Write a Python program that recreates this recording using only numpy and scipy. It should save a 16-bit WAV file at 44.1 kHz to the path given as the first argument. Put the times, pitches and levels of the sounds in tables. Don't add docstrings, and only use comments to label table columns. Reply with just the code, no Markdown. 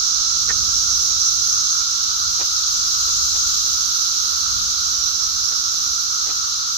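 import sys
import numpy as np
from scipy import signal
from scipy.fft import rfft, irfft, next_fast_len
from scipy.io import wavfile
from scipy.ndimage import uniform_filter1d

SR = 44100
rng = np.random.default_rng(int(sys.argv[2]) if len(sys.argv) > 2 else 0)


def store_wav(level_fs):
    pcm = np.round(np.clip(np.atleast_2d(level_fs), -1, 1) * 32767)
    wavfile.write(sys.argv[1], SR, pcm.T.astype(np.int16))


N = 298557
T = np.arange(N) / SR
SIZE = next_fast_len(N + SR // 4)
HZ = np.maximum(np.arange(SIZE // 2 + 1) * SR / SIZE, 1)
PORT_LAG_S = 0.000505

# frequency in Hz, relative level in dB.
AIR_COLOUR = [(100, 3.5), (160, -0.5), (230, 1.5), (285, -6), (420, -6), (620, -9), (1000, -2.5),
              (1650, -8.5), (2100, -9.5), (3000, -11), (9000, -53)]
WIND_COLOUR = [(11, -30), (18, -15), (43, 3.5), (65, 2.5), (82, 2.5), (145, -11), (233, -15), (260, -24),
               (340, -56)]
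# arrival in seconds, length in seconds, level in dB.
PORT_GUSTS = [(0.416, 0.58, -38.5), (1.223, 0.37, -42), (2.29, 0.034, -41), (2.67, 0.29, -45),
              (3.12, 0.75, -40), (4.57, 0.1, -39), (4.957, 0.94, -44.5)]
# centre in Hz, width in Hz, relative level in dB.
RUSTLE_MODES = [(180, 140, 3), (378, 350, -5.5)]
CASING_MODES = [(412, 440, 1), (770, 210, 1), (1200, 740, -1.5), (2050, 3600, -7.5)]
DRONE_MODES = [(1326.4, 248, 0.5), (1270, 487, -8.5)]
RASP_LEFT_MODES = [(4300, 2000, 3.2), (4900, 960, 1), (3120, 1420, -9.5)]
RASP_RIGHT_MODES = [(4220, 1730, 4.5), (5000, 1030, 2.5), (3265, 3300, -18.5)]
SHRILL_LEFT_MODES = [(5480, 1250, -1.6), (6320, 1420, 0.47)]
SHRILL_MODES = [(5640, 1200, 1.14), (6180, 1265, -1)]
OVERTONE_MODES = [(12200, 2560, 25.5), (14300, 2400, 19.5), (8800, 3000, -33)]
# time in seconds, relative level in dB, half length in seconds.
FINGER_RUBS = [(0.494, -43, 0.0047), (0.509, -40.5, 0.0043), (0.532, -49, 0.0069), (1.077, -55, 0.044),
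               (1.816, -52, 0.014), (2.412, -35.5, 0.0073), (2.436, -50, .01), (3.086, -49, 0.0086),
               (3.362, -44, 0.0083), (3.673, -49, 0.0072), (4.327, -49.5, 0.0072), (5.525, -46.5, 0.009),
               (5.743, -51, 0.0052), (6.27, -42.5, 0.0042), (6.298, -42, 0.009), (6.315, -52, 0.0055)]
# start and end in seconds, clicks per second, unevenness as a share of the
# period, body resonance and its width in Hz, level in dB, left minus right in dB.
NEAR_SONGS = [(0.0, 1.3, 154, 0.2, 6500, 1530, -35.5, -0.5), (0.45, 1.63, 132, 0.17, 5850, 1280, -25, -4),
              (1.243, 1.31, 200, 0.14, 5850, 1200, -20.5, -1),
              (1.25, 1.87, 196, 0.2, 6270, 650, -24.5, 0.5), (2.45, 4.1, 180, 0.3, 6650, 1370, -30, -1),
              (3.7, 5.8, 210, 0.2, 6400, 1410, -37, -6), (3.5, 4.9, 190, 0.4, 9500, 2400, -51, 10),
              (4.76, 5.36, 190, 0.01, 5770, 380, -23, -7), (5.1, 5.9, 198, 0.02, 5460, 700, -28, -8),
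              (5.4, 6.6, 196, 0.1, 5820, 450, -31.5, -4)]
# time in seconds, peak in dB, left minus right in dB.
LONE_CLICKS = [(0.536, -10, -10), (1.493, -9, -2)]
# time in seconds, relative level in dB, left minus right in dB.
RASP_LEVELS = [(0.3, -28.5, -8), (1.7, -29, -7.5), (3.3, -28, -5), (4.8, -28.5, -6.5), (5.3, -30, -7),
               (6.6, -30, -5.5)]
SHRILL_LEVELS = [(0.0, -22, -4.5), (1.42, -21.5, -4.5), (2.14, -23.5, -2), (3.43, -22, -0.5),
                 (4.07, -23, -4.5), (4.64, -23.8, -1), (5.06, -24.5, -4.5), (5.8, -24, -3.5),
                 (6.7, -25.5, 0)]
# crest in seconds, half length in seconds, rise in dB.
OVERTONE_WAVES = [(1.1, 0.7, 4.5), (3.617, 1.35, 7), (5.807, 0.67, 4)]


def undb(db):
    return np.exp(np.asarray(db) * (np.log(10) / 20))


def curves(table):
    s, *columns = np.transpose(table)
    return [np.interp(T, s, c) for c in columns]


def unit(x):
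    return x / np.sqrt(np.mean(x ** 2))


def pan(db):
    gains = undb(np.array([db, -db]).reshape(2, -1) / 2)
    return gains / np.sqrt(np.mean(gains ** 2, axis=0))


def filtered(x, response):
    return unit(irfft(rfft(x, SIZE) * response, SIZE)[..., :N])


def body(modes):
    power = sum(undb(db) ** 2 / (1 + ((HZ ** 2 - hz ** 2) / (HZ * width)) ** 2) ** 3
                for hz, width, db in modes)
    return np.sqrt(power)


def colour(points):
    hz, db = np.transpose(points)
    return undb(np.interp(np.log(HZ), np.log(hz), db))


def walk(per_s):
    return np.interp(T * per_s, np.arange(1024), rng.standard_normal(1024))


def pulse(s, db, half_s):
    return undb(db) / np.cosh(np.minimum(np.abs(T - s) / half_s, 20))


def branches(x, share, t60, size=4096):
    echo = rng.standard_normal((2, size)) * np.exp(-np.log(1000) * np.arange(size) / SR / t60)
    echo *= np.sqrt(share / np.sum(echo ** 2, axis=1, keepdims=True))
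    return x + signal.oaconvolve(x, echo, axes=1)[:, :N]


def open_air():
    far = branches(rng.standard_normal(N) + 1.63 * rng.standard_normal((2, N)), share=0.3, t60=0.19)
    return filtered(far, colour(AIR_COLOUR)) * undb(-48 + 0.9 * walk(6.3)) * pan(-1.9)


def gust(s, length_s, db, attack_s=0.22, sag_db_per_s=7, release_s=0.093):
    age = T - s
    attack = np.minimum(age, 0) / attack_s
    release = np.maximum(age - length_s, 0) / release_s
    return undb(db - sag_db_per_s * np.maximum(age, 0)) * np.exp(attack - release)


def wind():
    turbulence = 0.65 * rng.standard_normal(N) + rng.standard_normal((2, N))
    eddies = filtered(turbulence, colour(WIND_COLOUR))
    draught = undb(-51.5)
    breeze = np.sqrt(draught ** 2 + sum(gust(*row) ** 2 for row in PORT_GUSTS))
    rustle = filtered(rng.standard_normal((2, N)), body(RUSTLE_MODES))
    rustle *= gust(s=0.57, length_s=0.97, db=-50.5) * undb(2.9 * walk(29.8))
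    flutter = undb(1.5 * walk(15))
    return (eddies * breeze * flutter + rustle) * pan(10.2)


def hand(squeak_s=0.5055, settled_hz=1793, fall_hz=87.2, fall_s=0.0034):
    friction = rng.standard_normal(N) + 0.8 * rng.standard_normal((2, N))
    pressure = sum(pulse(s, db + 5.5, half_s) for s, db, half_s in FINGER_RUBS)
    rubs = filtered(friction, body(CASING_MODES)) * pressure
    pitch = settled_hz + fall_hz * np.clip((squeak_s - T) / fall_s, 0, 1)
    pitch *= 1 + 0.021 * walk(430)
    squeak = np.sin(2 * np.pi * np.cumsum(pitch) / SR) * pulse(squeak_s, db=-19, half_s=0.005)
    scrape = filtered(rng.standard_normal(N), body([(1600, 1100, 0)]))
    scrape *= pulse(s=0.505, db=-26, half_s=0.0067)
    bump = filtered(rng.standard_normal(N), body([(190, 200, 0)]))
    bump *= pulse(s=0.509, db=-40.5, half_s=0.0055)
    return rubs * pan(-3.5) + squeak * pan(-24) + scrape * pan(-11) + bump * pan(13)


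def tone_blip():
    return np.sin(2 * np.pi * 3785 * T) * pulse(s=2.589, db=-25, half_s=0.0055) * pan(-8)


def tymbal(rate, uneven, scatter_db, throb_db, drift=0.008, count=2400):
    jitter, size, pace, effort = rng.standard_normal((count, 4)).T
    period = 1 + drift * unit(uniform_filter1d(pace, size=120)) + uneven * jitter
    times = np.cumsum(np.maximum(period, 0.1)) / rate - rng.random() / 10
    throb = unit(uniform_filter1d(effort, size=12))
    return times, undb(scatter_db * size + throb_db * throb)


def leaves(times, sizes, side, direct, spread_s, count=8):
    ports = []
    for lag_s in (side * PORT_LAG_S / 2, -side * PORT_LAG_S / 2):
        delays = rng.exponential(spread_s, (len(times), count + 1))
        gains = rng.choice([-1, 1], delays.shape) * np.sqrt((1 - direct) / count)
        delays[:, 0], gains[:, 0] = lag_s, np.sqrt(direct)
        arrivals = ((times[:, None] + delays) * SR).astype(int)
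        heard = (arrivals >= 0) & (arrivals < N)
        ports.append(np.bincount(arrivals[heard], (gains * sizes[:, None])[heard], N))
    return np.array(ports)


def swarm(rate, bearings, fan, direct, throb_db, spread_s, count):
    out = 0
    for bearing in np.repeat(bearings, count):
        own_rate = rate * np.exp(0.14 * rng.standard_normal())
        times, sizes = tymbal(own_rate, uneven=0.06, scatter_db=0.5, throb_db=throb_db)
        side = np.clip(bearing + fan * rng.standard_normal(), -1, 1)
        out = out + leaves(times, sizes, side, direct, spread_s)
    return out


def drone():
    clicks = swarm(230, bearings=[-0.74], fan=0.037, direct=0.73, throb_db=2, spread_s=0.012, count=12)
    hum = filtered(branches(clicks, share=0.046, t60=0.22), body(DRONE_MODES))
    return hum * undb(-32.5 + 1.4 * walk(13)) * pan(-4)


def soloists():
    out = np.zeros((2, N))
    for start, end, rate, uneven, hz, width, db, pan_db in NEAR_SONGS:
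        times, sizes = tymbal(rate, uneven, scatter_db=3, throb_db=1.9)
        clicks = leaves(times, sizes, side=-np.sign(pan_db), direct=0.2, spread_s=0.005, count=20)
        song = filtered(clicks, body([(hz, width, 0)]))
        swell = np.maximum(1 - ((2 * T - start - end) / (end - start)) ** 2, 0)
        out += song * swell * undb(db) * pan(pan_db)
    for s, db, pan_db in LONE_CLICKS:
        click = filtered(signal.unit_impulse(N, int(s * SR)), body(SHRILL_MODES))
        out += click / np.abs(click).max() * undb(db) * pan(pan_db)
    return out


def rasp(clicks, gain_db=3.5):
    level_db, pan_db = curves(RASP_LEVELS)
    bodies = np.array([body(RASP_LEFT_MODES), body(RASP_RIGHT_MODES)])
    song = filtered(branches(clicks, share=0.036, t60=0.099), bodies)
    return song * undb(level_db + gain_db) * pan(pan_db)


def shrill(clicks, gain_db=2.5, overtone_rest_db=-48):
    level_db, pan_db = curves(SHRILL_LEVELS)
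    bodies = np.array([body(SHRILL_LEFT_MODES), body(SHRILL_MODES)])
    song = filtered(branches(clicks, share=0.011, t60=0.32), bodies)
    song *= undb(level_db + gain_db + 0.26 * walk(24)) * pan(pan_db)
    swell_db = sum(db * np.exp(-((T - s) / half_s) ** 2) for s, half_s, db in OVERTONE_WAVES)
    overtone = filtered(clicks, body(OVERTONE_MODES))
    return song + overtone * undb(overtone_rest_db + swell_db + 1.4 * walk(26))


def chorus():
    singers = swarm(197, [-1, 0.92], fan=0.04, direct=0.14, throb_db=1.1, spread_s=0.009, count=16)
    raspers = swarm(180, [-1, 0.95], fan=0.049, direct=0.25, throb_db=1, spread_s=0.012, count=14)
    return shrill(singers) + rasp(raspers)


def scene():
    return chorus() + drone() + soloists() + tone_blip() + hand() + open_air() + wind()


def record(dry):
    top_hz = 15350
    return signal.sosfiltfilt(signal.ellip(10, 0.1, 70, top_hz, fs=SR, output="sos"), dry)


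dry = scene()
out = record(dry)
store_wav(out)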